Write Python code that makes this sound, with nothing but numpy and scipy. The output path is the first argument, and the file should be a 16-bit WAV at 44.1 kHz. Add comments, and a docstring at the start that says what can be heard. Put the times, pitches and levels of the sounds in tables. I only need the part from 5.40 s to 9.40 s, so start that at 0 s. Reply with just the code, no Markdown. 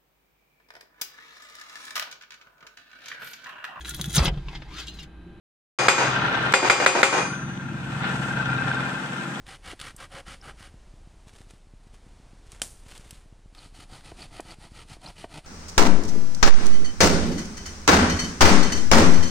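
"""An open yard, where a tractor-mounted hydraulic hammer drives a steel post: a short burst, a pause,
four more blows. Each impact gives a broadband crack and excites the post's damped modes; the hammer then
rattles back onto it. The three-cylinder diesel runs throughout, sounding harmonics of its shaft rate and
knocking and hissing more when the hydraulics load it. A limiter lowers the gain at every blow."""
import sys
import numpy as np
from scipy import signal
from scipy.fft import rfft, irfft
from scipy.io import wavfile
from scipy.ndimage import uniform_filter1d, minimum_filter1d

SR = 44100
rng = np.random.default_rng(int(sys.argv[2]) if len(sys.argv) > 2 else 0)


def int16_out(signal):
    """Quantize to a 16-bit WAV file."""
    q = np.round(np.clip(np.atleast_2d(signal).T, -1, 1) * 32767)
    wavfile.write(sys.argv[1], SR, q.astype(np.int16))


N = 176400
T = np.arange(N) / SR

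# Left-right coherence (f/Hz, correlation) and balance (f/Hz, left minus right/dB)
COHERENCE = [(100, 0.63), (250, 1.05), (500, 0.72), (1000, 0.46), (2000, 0.1), (4000, -0.31), (12000, 0.2)]
BALANCE = [(110, -1), (380, 4), (700, -2.5), (1290, 6.5), (2380, -1), (4400, 3), (8100, 6.5), (15000, -2)]

# Engine firing rate (t/s, f/Hz)
FIRING_RATE = [(.6, 32.6), (1.1, 32.6), (1.9, 34.3), (2.5, 34.0), (2.9, 33.2), (3.1, 32.3), (3.35, 32.6),
               (3.6, 34.3), (4, 34.2)]
# Engine in the pause, as the valve closes, and after (t/s, exhaust/dB, knock/dB, oil/dB, treble/dB)
ENGINE_PAUSE = [(0.8, -29.5, -24.5, -32, -55.5), (1.1, -32.5, -36, -31.5, -50.5)]
ENGINE_EASED = [(1.95, -32, -30, -45.5, -58)]
ENGINE_AFTER = [(2.101, -32, -39, -47.5, -59.5), (2.268, -32.5, -37.5, -48.5, -60),
                (2.586, -31, -36, -42.5, -52), (2.65, -30, -27, -37, -52), (2.72, -29.5, -33.5, -37.5, -48),
                (2.872, -30, -28, -40, -47.5), (3.026, -29.5, -24.5, -39, -52.5),
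                (3.412, -32, -26, -37.5, -50), (3.67, -33, -34.5, -41.5, -50),
                (3.84, -32.5, -31.5, -41.5, -49.5), (4.0, -33, -54, -42.5, -48.5)]
# Exhaust harmonics (multiple of the shaft rate, level/dB)
EXHAUST_ORDERS = [(1, -40), (2, -32), (3, -15), (4, -56), (5, -9.5), (6, 0.5), (7, -6.5), (8, -5.5),
                  (9, -7), (10, -14.5), (11, -13.5), (12, -13), (13, -23.5), (15, -11.5)]
# Envelopes of the exhaust's deep bass and the loaded pump's hum (t/s, level/dB)
BASS_GAIN = [(.4, 1), (2.0, -1), (3.0, 1.5), (3.4, 2.5), (3.6, -8), (4, -12)]
PUMP_LEVEL = [(2.5, -56), (3.1, -35.5), (3.45, -35), (3.56, -60)]
# Relative spectral densities of the exhaust and oil noises (f/Hz, level/dB)
RUMBLE_SPECTRUM = [(20, -24), (50, -12), (85, -12), (120, 4), (180, 2.5), (260, 0), (340, -7), (450, -40),
                   (800, -54.5)]
HISS_SPECTRUM = [(200, -11.5), (450, 6), (640, 3), (830, 7), (1100, 5), (1800, 5), (2150, -2), (2550, -1.5),
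                 (3000, -4), (4000, -9), (5200, -17.5), (9000, -86)]
GRIT_SPECTRUM = [(1200, -22), (2200, 4), (2600, -4), (3200, 2), (3700, -0.5), (4400, -22), (6000, -13),
                 (10000, -54)]
TREBLE_SPECTRUM = [(2500, -27), (4500, 0.5), (6000, 0.5), (8000, 4), (9800, -6), (11500, -12.5),
                   (15000, -22)]
VALVE_SPECTRUM = [(300, -25), (800, -2), (1400, 6), (3200, 0), (4500, -11), (6000, -31), (10000, -55)]
# Engine block resonances, one list per column (f/Hz, bandwidth/Hz, level/dB)
BLOCK_HZ = [830, 1390, 1562, 2400, 2580, 2890]
BLOCK_WIDTH_HZ = [82, 74, 79, 70, 89.5, 80]
BLOCK_DB = [-9.5, -3, -2.5, -10.5, -13, -28]
# Knock of each cylinder (level/dB, f/Hz, rise/s)
CYLINDERS = [(1.5, 1562, 0.0065), (-0.5, 1390, 0.0031), (0, 1390, .004)]
# A loose part striking the block (t/s, level/dB, f/Hz)
CLANKS = [(0.854, -20, 1390), (.882, -20, 1380), (2.674, -24, 1460), (2.972, -27, 1500),
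          (3.129, -21.5, 1490), (3.22, -20, 1390), (3.314, -19.5, 1500), (3.405, -24, 1440),
          (3.761, -23.5, 1450), (3.854, -26, 1390)]
# Impacts in the valve linkage (t/s, level/dB)
LINKAGE_HITS = [(2.623, -33), (2.641, -25.5), (2.650, -26), (2.673, -32), (2.707, -34)]

# Modes of the post, one list per column (f/Hz, level/dB, T60/s)
POST_HZ = [376, 528, 577, 737, 821, 1324, 2103, 2381, 2448, 2815, 4803, 4880, 5195, 6202, 6471, 6735, 6982,
           7405, 8570, 9383, 10600, 11180, 11480, 14500, 15150]
POST_DB = [-4, 0, -7, -2.5, 0, -1.5, -2.5, 0, 3.5, -10, -8, -14, -12, -25, -6, -11, -13.5, -5, -12, -23,
           -36, -29, -33, -31, -37]
POST_T60 = [0.42, 0.42, 0.38, 0.38, 0.28, 0.27, 0.32, 0.38, 0.38, 0.33, 0.55, .5, 0.45, 1.25, 0.5, 0.41,
            0.36, 0.33, 0.32, 0.68, .22, .35, .22, .42, .33]
# Its two least damped, singing modes (f/Hz)
SINGING_HZ = [6202, 9383]
# Relative spectral densities of the struck post and housing (f/Hz, level/dB)
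CLANG_SPECTRUM = [(100, -30), (350, -4.5), (600, -12.5), (1300, 1), (1750, -3), (2300, 2), (3000, -1.5),
                  (4300, -9), (5800, -14), (7300, -11.5), (9100, -15.5), (9900, -40), (11200, -23),
                  (15000, -32)]
RATTLE_SPECTRUM = [(100, -54), (300, -1.5), (550, 5.5), (900, 5), (1400, 4.5), (1800, 1.5), (2400, 0.5),
                   (3500, -10), (7000, -14), (9000, -53), (10000, -66), (15000, -67)]
THUD_SPECTRUM = [(150, -26), (340, -0.5), (450, -11), (560, 1), (780, -4), (1100, -17), (3000, -50),
                 (10000, -80)]
CRACK_SPECTRUM = [(100, -18), (350, -1), (800, -3), (1300, 7), (1700, 1.5), (2100, 4.5), (2800, -12),
                  (4400, -7.5), (5000, -13), (6000, -36), (9000, -46), (15000, -47)]
# Decay of the dense modes (f/Hz, T60/s)
CLANG_T60 = [(200, 0.39), (1000, 0.6), (2500, 0.27), (5000, 0.4), (9000, 0.31), (10500, 0.19), (14000, 0.2)]
# The hammer settling on the post (t/s, level/dB, duration/s, relative thud level/dB)
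RATTLES = [(0.396, 0.5, 0.043, -11), (0.58, 1.5, 0.054, -11.5), (1.227, 3.5, 0.012, 0),
           (1.246, -3, 0.067, -10), (1.399, 0, 0.041, -5.5), (1.55, 2, 0.049, -2.5),
           (1.726, 0.5, 0.056, -9)]
# Blows (t/s, level/dB, singing-mode gain/dB); the first is heard only by its decay
BLOWS = [(0.321, 0, 0), (0.4826, -2.5, -20), (1.137, -6.5, -6), (1.2977, -5.5, -3), (1.461, -5, 6),
         (1.6292, -5, 8)]

IMPACT_RISE_S, MODE_SPREAD_DB = .0018, 2.5


def amp(db):
    """Amplitude ratio of a level in decibels."""
    return 10 ** (np.asarray(db) / 20)


def unit(x):
    """Normalisation to unit rms."""
    return x / np.sqrt(np.mean(x ** 2) + 1e-20)


def read(points, hz):
    """Interpolation on a logarithmic frequency axis."""
    f, value = np.transpose(points)
    return np.interp(np.log(hz + 1), np.log(f + 1), value)


def add(mix, s, sound):
    """Superposition of a stereo sound starting at time s."""
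    part = mix[:, max(round(s * SR), 0):][:, :sound.shape[1]]
    part += sound[:, :part.shape[1]]


def noise(spectrum, size=N, coherence=None):
    """Spectrally shaped Gaussian noise, partially coherent between the channels."""
    hz = np.fft.rfftfreq(size, 1 / SR)
    a, b = rfft(rng.standard_normal((2, size)))
    c = np.clip(read(COHERENCE, hz) if coherence is None else coherence, -1, 1)
    gain = spectrum(hz) if callable(spectrum) else amp(read(spectrum, hz))
    return unit(irfft(np.array([a, c * a + np.sqrt(1 - c ** 2) * b]) * gain, size))


def wander(bandwidth_hz):
    """Low-pass random modulation of unit rms."""
    hz = np.fft.rfftfreq(N, 1 / SR)
    return unit(irfft(rfft(rng.standard_normal(N)) * np.exp(-(hz / bandwidth_hz) ** 2), N))


def phases(hz, likeness=6):
    """Random modal phases in cycles; the channels diverge as coherence falls."""
    count = np.size(hz)
    return rng.random(count) + rng.standard_normal((2, count)) * (1 - read(COHERENCE, hz)) / likeness


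def exhaust(firings, shaft, gain):
    """Periodic gas pulses: shaft harmonics and rumble, amplitude-modulated at the firing rate."""
    throb = np.cos(2 * np.pi * (firings - .57))  # peaks .57 of a period after each firing
    tones = sum(amp(db + wander(17)) * np.sin(2 * np.pi * (order * shaft + rng.random()))
                for order, db in EXHAUST_ORDERS)
    rumble = noise(RUMBLE_SPECTRUM) * (1 + .38 * throb)
    out = gain * (amp(-2.5) * unit(tones * (1 + .14 * throb)) + amp(-4.5) * unit(rumble))
    bass = signal.sosfiltfilt(signal.butter(6, 142, fs=SR, output="sos"), out, padtype="even")
    return out + bass * (amp(np.interp(T, *np.transpose(BASS_GAIN))) - 1)


def block_response(hz):
    """Resonance of the engine block: a sum of Lorentzian peaks."""
    return sum(amp(db) / (1 + (2 * (hz - centre) / width) ** 2)
               for centre, width, db in zip(BLOCK_HZ, BLOCK_WIDTH_HZ, BLOCK_DB))


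def hydraulics(shaft, oil_gain, treble_gain):
    """Flow noise: oil under pressure hisses and crackles over the pump's hum at shaft order 12."""
    hum = amp(np.interp(T, *np.transpose(PUMP_LEVEL))) * np.sin(2 * np.pi * 12 * shaft)
    flow = unit(amp(wander(40)))
    hiss = amp(5) * noise(HISS_SPECTRUM) + noise(block_response)
    grit = amp(-5.5) * unit(noise(GRIT_SPECTRUM) * amp(4.5 * wander(220)))
    treble = amp(-1.5) * noise(TREBLE_SPECTRUM)
    return hum + oil_gain * (flow * hiss + grit) + treble_gain * flow * treble


def knock(focus_hz, rise_s):
    """Impact response of the block: damped modes, favoured within 170 Hz of the focus."""
    t, hz = T[:SR // 10], np.array(BLOCK_HZ)
    away = np.minimum(abs(hz - focus_hz) / 170, 1)
    levels = amp(np.array(BLOCK_DB) - 7 * away + MODE_SPREAD_DB * rng.standard_normal(len(hz)))
    pitches = hz + 22.2 * rng.standard_normal(len(hz))
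    modes = np.sin(2 * np.pi * (pitches[:, None] * t + phases(hz)[:, :, None]))
    envelope = t / rise_s * np.exp(1 - t / rise_s)
    return (levels / np.linalg.norm(levels)) @ modes * envelope


def diesel_knock(firings, gain):
    """Impulsive excitation of the block by each firing and, now and then, by a loose part."""
    out, count = np.zeros((2, N)), np.floor(firings).astype(int)
    for at in np.flatnonzero(np.diff(count)) + 1:
        db, hz, rise_s = CYLINDERS[count[at] % len(CYLINDERS)]
        add(out, T[at], gain[at] * amp(db) * knock(hz, rise_s))
    for s, db, hz in CLANKS:
        add(out, s, amp(db) * knock(hz, rise_s=.002))
    return out


def valve():
    """Flow transient: oil rushes through the opening valve and the linkage clatters under load."""
    open_s, rise_s, fall_s = 2.615, .03, .06
    rush = np.clip((T - open_s) / rise_s, 0, 1) ** 2 * np.exp(-np.maximum(T - open_s - rise_s, 0) / fall_s)
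    out = amp(-37) * rush * noise(VALVE_SPECTRUM)
    t = T[:SR // 10]
    tap = np.minimum(t / .001, 1) * np.exp(-t / .0077)
    for s, db in LINKAGE_HITS:
        add(out, s, amp(db) * tap * noise(VALVE_SPECTRUM, len(t)))
    return out


def panels(x, ripple_db=3, width_hz=45):
    """Narrow resonances of sheet-metal panels ripple the spectrum above 500 Hz."""
    hz = np.fft.rfftfreq(N, 1 / SR)
    ripple = unit(uniform_filter1d(rng.standard_normal((2, len(hz))), size=int(width_hz * N / SR)))
    return irfft(rfft(x) * amp(ripple_db * ripple * np.clip(hz / 1000 - .5, 0, 1)), N)


def tractor():
    """The four-stroke cycle locks exhaust, knock and pump: each cylinder fires once in two turns."""
    times, *levels = np.vstack([ENGINE_PAUSE, ENGINE_EASED, ENGINE_AFTER]).T
    exhaust_gain, knock_gain, oil_gain, treble_gain = [amp(np.interp(T, times, db)) for db in levels]
    firings = np.cumsum(np.interp(T, *np.transpose(FIRING_RATE))) / SR
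    firings -= np.interp(2.019, T, firings)  # the loudest cylinder fires at 2.019 s
    shaft = firings * 2 / len(CYLINDERS)
    running = exhaust(firings, shaft, exhaust_gain) + hydraulics(shaft, oil_gain, treble_gain)
    return panels(running + diesel_knock(firings, knock_gain) + valve())


def clang():
    """High modal density: many weak modes of post and housing merge, with frequency-dependent decay."""
    pitches = rng.uniform(250, 10000, size=420)
    turns = phases(pitches, likeness=5)
    lines = np.zeros((2, SR // 2 + 1), complex)
    lines[:, pitches.astype(int)] = amp(read(CLANG_SPECTRUM, pitches)) * np.exp(2j * np.pi * turns)
    steady = unit(unit(irfft(lines)) + .68 * noise(CLANG_SPECTRUM, SR))
    hz, t, frames = signal.stft(steady, SR, nperseg=256)
    decay = amp(-60 * t / read(CLANG_T60, hz)[:, None])
    return signal.istft(frames * decay, SR, nperseg=256)[1][:, :SR]


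def post_ring(dense_modes, singing_db):
    """Free vibration of the post; shaking in its guide modulates the phases, the singing modes least."""
    t, out, shake = T[:SR], amp(-1) * dense_modes, wander(35)
    for hz, db, t60 in zip(POST_HZ, POST_DB, POST_T60):
        sings, at = hz in SINGING_HZ, rng.integers(N - SR)
        offset_db = singing_db if sings else MODE_SPREAD_DB * rng.standard_normal((2, 1))
        envelope = amp(db - 8.5 + offset_db - 60 * t / t60)
        turns = phases(hz)
        detune_hz = 7 * rng.standard_normal()
        waver = (.15 * shake[at:at + SR] + detune_hz * t) * (.35 if sings else 1)
        out = out + envelope * np.sin(2 * np.pi * (hz * t + turns + waver))
    return out * np.minimum(t / IMPACT_RISE_S, 1)


def housing_rattle(dense_modes, knocks_per_s=220, t60=.17):
    """Contact chatter: the housing drops onto the post, a random impulse train exciting both."""
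    out, t = np.zeros((2, N)), T[:SR]
    fade = amp(-60 * t / t60) * np.minimum(t / IMPACT_RISE_S, 1)
    body, thud = unit(noise(RATTLE_SPECTRUM, SR) * fade), unit(noise(THUD_SPECTRUM, SR) * fade)
    for s, db, length, thud_db in RATTLES:
        contacts = rng.random(SR) < knocks_per_s / SR
        knocks = contacts * rng.choice([-1., 1.], SR) * rng.uniform(.35, 1, SR)
        knocks[0] = 1.92  # the first contact is the hardest
        knocks *= np.exp(-(t / length) ** 2 / 2)
        response = body + amp(-6.5) * unit(post_ring(dense_modes, singing_db=-20)) + amp(thud_db) * thud
        chatter = signal.fftconvolve(response, knocks[None], axes=1)
        chatter *= np.sqrt(4 * length * SR / np.sum(chatter ** 2))  # energy proportional to duration
        add(out, s, amp(db - 17) * chatter)
    return out


def valve_spit(width_s):
    """A Gaussian pulse of flow noise, centred three widths after its start."""
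    t = T[:SR // 4]
    return noise(CLANG_SPECTRUM, len(t)) * np.exp(-(t / width_s - 3) ** 2 / 2)


def hammer(dense_modes, alike=.7, spit_lead_s=.011, spit_width_s=.0028):
    """Impact excitation: the valve spits, the piston lands with a broadband crack, the steel rings."""
    out, t = np.zeros((2, N)), T[:SR // 10]
    envelope = np.minimum(t / IMPACT_RISE_S, 1) * np.exp(-np.maximum(t - .0025, 0) / .0035)
    shared = noise(CRACK_SPECTRUM, len(t), coherence=.71)
    for s, db, singing_db in BLOWS:
        fresh = noise(CRACK_SPECTRUM, len(t), coherence=.71)
        crack = np.sqrt(alike) * shared + np.sqrt(1 - alike) * fresh
        add(out, s, amp(db + 12) * envelope * crack)
        add(out, s, amp(db) * post_ring(dense_modes, singing_db))
        add(out, s - spit_lead_s - 3 * spit_width_s, amp(-22.5) * valve_spit(spit_width_s))
    return out


def scene(left_lag_s=.00004):
    """Superposition of hammer and tractor, with time and level differences between the channels."""
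    hz, dense_modes = np.fft.rfftfreq(N, 1 / SR), clang()
    mix = hammer(dense_modes) + housing_rattle(dense_modes) + tractor()
    lean_db = read(BALANCE, hz) / 2
    channels = np.array([amp(lean_db) * np.exp(-2j * np.pi * hz * left_lag_s), amp(-lean_db)])
    return irfft(rfft(mix) * channels, N)


def record(dry):
    """Look-ahead limiting, soft saturation and band limiting; the sound cuts in mid-ring."""
    threshold_db, slope, hold_s, lookahead_s = -18, .48, .066, .0075
    ceiling, start_s = .76, .387
    power_db = 10 * np.log10(abs(uniform_filter1d((dry ** 2).mean(0), size=160)) + 1e-12)
    excess_db = np.maximum(power_db - threshold_db, 0)
    hold = 2 * int(hold_s * SR / 2) + 1
    held_db = -minimum_filter1d(-excess_db, hold, origin=hold // 2)
    fall_db = 185 * T  # the held excess decays linearly in decibels
    smooth_db = uniform_filter1d(np.maximum.accumulate(held_db + fall_db) - fall_db, size=80)
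    ducked = dry * amp(-slope * np.interp(T + lookahead_s, T, smooth_db))
    saturated = ducked / (1 + (ducked / ceiling) ** 4) ** (1 / 4)
    highpassed = signal.sosfilt(signal.butter(4, 48, "highpass", fs=SR, output="sos"), saturated)
    gate = np.clip((T - start_s) / .002, 0, 1)
    lowpass = signal.firwin(511, 15700, window=("kaiser", 9), fs=SR)
    return signal.oaconvolve(highpassed * gate, lowpass[None], "same")


dry = scene()
out = record(dry)
int16_out(out)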